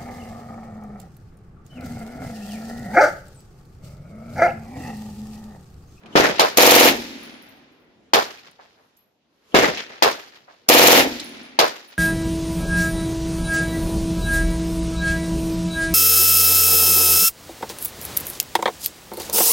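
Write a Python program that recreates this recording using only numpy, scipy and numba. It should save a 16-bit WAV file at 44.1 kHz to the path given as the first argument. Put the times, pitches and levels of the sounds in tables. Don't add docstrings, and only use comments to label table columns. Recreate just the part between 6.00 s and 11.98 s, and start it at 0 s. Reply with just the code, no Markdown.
import sys
import numpy as np
from scipy import signal
from scipy.fft import rfft, irfft, next_fast_len
from scipy.io import wavfile
from numba import njit

SR = 44100
rng = np.random.default_rng(int(sys.argv[2]) if len(sys.argv) > 2 else 0)


def wav_record(signal):
    frames = np.transpose(np.atleast_2d(signal))
    bounded = np.clip(frames, -1, 1)
    quanta = np.round(bounded * 32767).astype(np.int16)
    wavfile.write(sys.argv[1], SR, quanta)


def undo_db(level):
    steps = np.asarray(level, float) / 20
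    return 10 ** steps


N = 263699
STRIDE = 8
SPAN, LEAD_S = 2 ** 16, .05
BANDS_HZ = 45 * 2 ** np.arange(0, 8.6, 2 / 3)


def on_log(table, hz):
    log_hz, values = np.log(np.array(table)[:, 0]), np.array(table)[:, 1]
    return np.interp(np.log(hz), log_hz, values)


def walk(rate, count, size):
    knots = rng.standard_normal((count, 2048))
    place = np.arange(0, size, STRIDE) * rate / SR % 2047
    return np.array([np.interp(place, np.arange(2048), row) for row in knots])


def held_amp(db, size):
    return np.repeat(undo_db(db), STRIDE, axis=-1)[..., :size]


def add(out, s, sound):
    i = int(round(s * SR))
    out[:, i:i + sound.shape[-1]] += sound[..., :N - i]


# f/Hz, share common to both [0..1]
PORT_COHERENCE = [(60, 0.74), (300, .85), (1200, 0.14), (2500, 0.055), (8000, 0.067)]
# f/Hz, level/dB
PORT_RESPONSE = [(5000, -0.5), (6800, -3), (8300, -12), (10000, -8), (13000, -1), (15300, -7),
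                 (16300, -30.5)]


def noise_bands(colour, size, lag_s):
    hz = np.maximum(np.arange(size // 2 + 1) * SR / size, 1)
    common, left, right = rfft(rng.standard_normal((3, size)))
    like = np.clip(on_log(PORT_COHERENCE, hz), 0, 1)
    late = common * np.exp(-2j * np.pi * hz * lag_s)
    pair = np.sqrt(like) * np.array([common, late]) + np.sqrt(1 - like) * np.array([left, right])
    pair = pair * undo_db(on_log(colour, hz) + on_log(PORT_RESPONSE, hz))
    index = np.arange(len(BANDS_HZ))
    place = np.interp(np.log(hz), np.log(BANDS_HZ), index)
    share = np.clip(1 - abs(place - index[:, None, None]), 0, 1)
    bands = irfft(share * pair, size)
    return bands / np.std(bands.sum(axis=0))


# t/s, level/dB, tilt above the rumble [dB per octave]
AIR_LEVELS = [(0, -62, -2), (.05, -43, -7.5), (.139, -46, -4), (1.6, -59, -4.5), (2.1, -58, -5),
              (2.899, -65.5, -2), (3.201, -70.5, -3.5), (3.402, -67, -2.5), (3.52, -60.5, -1), (4, -64, -1),
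              (4.65, -64, -3), (5.98, -74, -4.6)]
# f/Hz, density [dB per Hz]
AIR_SPECTRUM = [(25, -16.5), (150, -5), (250, -2.5), (600, -6), (1500, -8), (4300, -8), (7500, -12),
                (11500, -12.5), (16000, -29)]


def air():
    bands = noise_bands(AIR_SPECTRUM, next_fast_len(N), 0)[..., :N]
    s, *controls = np.transpose(AIR_LEVELS)
    level_db, tilt_db = (np.interp(np.arange(0, N, STRIDE) / SR, s, v) for v in controls)
    octaves = np.maximum(np.log2(BANDS_HZ / 400), 0)[:, None]
    flicker_db = 2.5 * walk(14, count=len(BANDS_HZ), size=N)
    db = level_db + tilt_db * octaves + flicker_db
    return (bands * held_amp(db + 5.5, N)[:, None]).sum(axis=0)


# t/s, peak level/dB,
# centre f/Hz, width f/Hz, t60/s
CLACKS = [(0.034, -39, 2010, 1500, .02), (.058, -42.5, 2716, 2410, .08), (0.126, -43, 3000, 509.7, .15),
          (1.152, -41, 2900, 2486, 0.023), (2.382, -39.5, 2380, 400, .05), (2.511, -49.5, 8700, 9000, .03),
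          (2.966, -60, 6970, 8020, 0.083), (3.518, -47, 3040, 400, 0.1524), (5.15, -41, 3000, 3020, 0.027),
          (5.196, -23, 3950, 2000, 0.066), (5.199, -30.5, 6730, 6040, 0.04),
          (5.679, -36.5, 10260, 8060, .04)]


def knocks():
    out, t = np.zeros((2, N)), np.arange(SR // 5) / SR
    for s, db, hz, width, t60 in CLACKS:
        peak = signal.iirpeak(hz, max(hz / width, .8), fs=SR)
        once = signal.lfilter(*peak, rng.standard_normal((2, len(t))))
        ring = signal.lfilter(*peak, once)
        contact = np.minimum(t / 0.0018, 1)
        add(out, s, undo_db(db - 2.5 - 60 * t / t60) * contact * ring / np.std(ring))
    return out


# t/s, peak level/dB, lower ring f/Hz, upper ring f/Hz, upper minus lower level/dB
LANDINGS = [(.999, -40, 9860, 13600, -5), (1.12, -52, 9940, 13800, -2), (1.184, -48, 10300, 14900, -3),
            (1.23, -44, 10000, 14900, 0), (1.327, -49.5, 9950, 14200, -11), (1.418, -51, 10140, 14400, 2),
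            (1.487, -56, 9900, 14400, 9), (1.563, -58, 9700, 14400, 1.5), (1.721, -65.5, 11510, 14640, -6),
            (1.8, -75, 9700, 14800, 7.5), (2.97, -50, 11720, 15000, -30), (4.359, -63, 12750, 14800, 0),
            (5.243, -35.5, 10180, 14600, -12), (5.29, -48.5, 9500, 14770, -8.5),
            (5.345, -50.5, 9710, 14400, -16), (5.43, -43, 9800, 14400, -8), (5.876, -46, 10080, 15000, 0)]


def cases():
    out, t = np.zeros((2, N)), np.arange(SR // 3) / SR
    split = np.array([1, 1.005, .982])[:, None, None]
    share = undo_db(np.array([0, -5, -9]))[:, None, None]
    ring_t60, tick_t60 = .33, .03
    phases = rng.uniform(0, 2 * np.pi, (len(LANDINGS), 3, 2, 1))
    for (s, db, low_hz, high_hz, high_db), phase in zip(LANDINGS, phases):
        low = (share * np.sin(2 * np.pi * low_hz * split * t + phase)).sum(axis=0)
        high = (share * np.sin(2 * np.pi * high_hz * split * t + phase)).sum(axis=0)
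        ring = (low + undo_db(high_db) * high) * undo_db(-60 * t / ring_t60)
        tumble = held_amp(3.5 * walk(160, count=2, size=len(t)), len(t))
        tick_db = -13 + 0.75 * (-40 - db)
        tick = np.diff(rng.standard_normal((2, len(t) + 1))) * undo_db(tick_db - 6 - 60 * t / tick_t60)
        add(out, s, undo_db(db - 9) * (tumble * ring + tick))
    return out


def scatter_envelope(returns, damp):
    t = np.arange(0, SPAN, STRIDE) / SR - LEAD_S
    octave = np.log2(BANDS_HZ / 1000)[:, None]
    power = 0
    for delay, db, t60, centre_hz, fall_db in returns:
        rise = -delay if delay < 0 else min(.03 * t60, .0006 + delay)
        age = np.maximum(t - delay, 0)
        fade_db = -60 * np.maximum(age - rise, 0) / t60 * 2 ** (damp * octave)
        colour_db = -abs(fall_db) * np.log2(BANDS_HZ[:, None] / centre_hz) ** 2
        onset = np.minimum(age / rise, 1) ** 2
        power = power + (onset * undo_db(db + colour_db + fade_db)) ** 2
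    travel_db = -17 * np.maximum(t, 0) * 4 ** octave / 100
    patchy_db = 1.0 * walk(45, count=1, size=SPAN) + 2.0 * walk(80, count=len(BANDS_HZ), size=SPAN)
    crackle_db = 2.5 * walk(700, count=1, size=SPAN)
    level = np.sqrt(power) * undo_db(travel_db + patchy_db + crackle_db)
    return np.repeat(level, STRIDE, axis=1)[:, None]


def shock_fronts(fronts, lag_s):
    t = np.arange(SPAN) / SR - LEAD_S - np.array([[0], [lag_s]])
    wave = 0
    for delay, db, length in fronts:
        u = (t - delay) / length
        wave = wave + undo_db(db) * np.where((u >= 0) & (u < 1), 1 - 2 * u, 0)
    rounding = signal.butter(2, (310, 2400), "bandpass", fs=SR, output="sos")
    return signal.sosfilt(rounding, wave)


# f/Hz, share alike from shot to shot [0..1]
SHOT_LIKENESS = [(200, 0.96), (1200, 0.65), (4000, 0.41), (10000, 0.2)]
# lag of right port [s], left minus right level/dB, treble damping of decays [exponent]
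GUN_PORTS = [
    (.00023, 0.03, .03),
    (.0003, 0.5, 0.02),
    (.00039, 0, .03),
]
SHOCK_GAINS = [
    -2.3,
    1.7,
    1.5,
]


def gun(which, shots, colour, fronts, returns):
    lag_s, pan_db, damp = GUN_PORTS[which]
    envelope = scatter_envelope(returns, damp)
    bands = noise_bands(colour, SPAN, lag_s)
    alike = np.clip(on_log(SHOT_LIKENESS, BANDS_HZ), 0, 1)[:, None, None]
    fixed = (np.sqrt(alike) * envelope * bands).sum(axis=0)
    fixed = fixed + SHOCK_GAINS[which] * shock_fronts(fronts, lag_s)
    fresh = []
    for k in (1, 2):
        shifted = np.roll(bands, k * SPAN // 3, axis=2)
        fresh.append((np.sqrt(1 - alike) * envelope * shifted).sum(axis=0))
    out = np.zeros((2, N))
    for (s, db), turn in zip(shots, rng.uniform(0, 2 * np.pi, len(shots))):
        renewed = np.cos(turn) * fresh[0] + np.sin(turn) * fresh[1]
        add(out, s - LEAD_S, undo_db(db) * (fixed + renewed))
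    return out * undo_db(np.array([[pan_db], [-pan_db]]) / 2)


# t/s, level/dB
CARBINE_SHOTS = [
    (.3944, 0.0085),
    (2.1343, 0.043),
    (4.0229, 0),
    (5.5888, 0),
]
# f/Hz, density [dB per Hz]
CARBINE_SPECTRUM = [(40, -39), (130, -21.5), (280, -7), (600, -5), (1100, -7.5), (1600, -6.5), (2500, -7.5),
                    (4500, -8.5), (16000, -20)]
# delay t/s, peak level/dB, length t/s
CARBINE_SHOCKS = [
    (0, 0, .0008),
    (.0011, -2, .0007),
    (.0033, -2, .001),
    (.009, -5, .001),
    (.0245, -10, .0014),
]
# delay t/s, rms level/dB, t60/s, centre f/Hz, fall one octave off centre [dB]
CARBINE_PATHS = [(.001, -8, .08, 7000, .5), (.005, -15.5, .33, 2500, .2), (.003, -11, .3, 900, 6),
                 (.018, -9, .2, 800, 7), (.034, -8, .17, 750, 7), (.048, -12, .15, 700, 7),
                 (.088, -27, .1, 4000, .2), (.15, -41, .75, 2500, .3), (.325, -47, .3, 2500, .6),
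                 (.451, -39, .25, 850, 8), (.455, -54, .8, 2500, .5), (.63, -52, .5, 800, 4)]


def carbine():
    return gun(2, CARBINE_SHOTS, CARBINE_SPECTRUM, CARBINE_SHOCKS, CARBINE_PATHS)


# t/s, level/dB
RIFLE_SHOTS = [
    (.1543, 0.0073),
    (3.5434, 0),
]
# f/Hz, density [dB per Hz]
RIFLE_SPECTRUM = [(40, -31.5), (130, -14.5), (280, -5), (450, -3), (800, -8), (1200, -12.5), (1900, -9.5),
                  (3000, -15), (5500, -18.5), (16000, -33.5)]
# delay t/s, peak level/dB, length t/s
RIFLE_SHOCKS = [
    (0, 0, .0024),
    (.0042, -4, .0014),
    (.008, -2, .0016),
    (.0128, -4, .0018),
    (.0255, -4, .0014),
    (.0443, -3, .0018),
]
# delay t/s, rms level/dB, t60/s, centre f/Hz, fall one octave off centre [dB]
RIFLE_PATHS = [
    (-.04, -40, 0.25, 350, 2),
    (.002, -4, .32, 1000, 0.065),
    (.075, -13, 0.36, 1500, 0.12),
    (.195, -25.5, .3, 4045, 3.8),
    (0.223, -21.5, 0.29, 4000, 2),
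    (.33, -37.5, .9, 3000, 1),
    (.15, -44, 1.6, 200, 1.4),
]


def rifle():
    return gun(1, RIFLE_SHOTS, RIFLE_SPECTRUM, RIFLE_SHOCKS, RIFLE_PATHS)


# t/s, level/dB
BELT_SHOTS = [(.5721, -1.5), (.6206, -3), (.6636, -2), (.7081, 0), (.7509, 1.5), (.7979, 0), (.8444, -6.5),
              (4.6877, 4), (4.7377, -1.5), (4.783, -2.5), (4.8273, -5.5), (4.8716, 2.5), (4.9172, 2),
              (4.9647, -9)]
# f/Hz, density [dB per Hz]
BELT_SPECTRUM = [(40, -32), (120, -22), (190, -13.5), (255, -2.5), (400, -11.5), (550, -7.5), (800, -7),
                 (1100, -15), (2100, -11), (4500, -14), (16000, -17)]
# delay t/s, peak level/dB, length t/s
BELT_SHOCKS = [
    (.0107, 0, .0024),
    (.0133, -1, .0014),
    (.0148, -1, .0019),
    (.0169, -1, .0018),
    (.0189, -2, .0015),
    (.0213, -2, .001),
    (.0312, -5, .0016),
]
# delay t/s, rms level/dB, t60/s, centre f/Hz, fall one octave off centre [dB]
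BELT_PATHS = [(-.005, -20, .021, 4050, -0.5), (0, -1, 0.17, 12130, 1.5), (0, -5.5, .08, 906, 2.5),
              (.008, 0.5, .2, 2448, 0.2), (.026, -7.5, 0.13, 3000, 0.2), (.018, -5, .25, 2102, 22.5),
              (0.024, -10.5, 0.33, 600, .5), (0.13, -10.5, .12, 330, 7), (.1, -31.5, 1.8, 260, 10),
              (.17, -35.5, 1.1, 3500, 2), (.43, -45.5, 1.69, 1920, 3)]


def belt_gun():
    return gun(0, BELT_SHOTS, BELT_SPECTRUM, BELT_SHOCKS, BELT_PATHS)


def scene():
    return air() + knocks() + cases() + carbine() + rifle() + belt_gun()


@njit
def follow(x, attack, release):
    e, out = 0., np.empty(len(x))
    for i in range(len(x)):
        e += (x[i] - e) * (attack if x[i] > e else release)
        out[i] = e
    return out


def band_limit(x):
    return signal.sosfilt(signal.butter(12, 16500, fs=SR, output="sos"), x)


def record(dry):
    dry = signal.sosfilt(signal.butter(2, 45, "highpass", fs=SR, output="sos"), dry)
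    attack_s, release_s = .0012, .008
    envelope = follow(abs(dry).max(axis=0), 1 / (attack_s * SR), 1 / (release_s * SR))
    held = dry * np.minimum(undo_db(-5) / (envelope + 1e-9), 1) ** 1.017
    rounded = np.tanh(1.063 * held) / np.tanh(1.1) * 0.86
    rounded = signal.sosfilt(signal.ellip(6, .3, 50, 16300, fs=SR, output="sos"), rounded)
    return band_limit(rounded)


dry = scene()
out = record(dry)
wav_record(out)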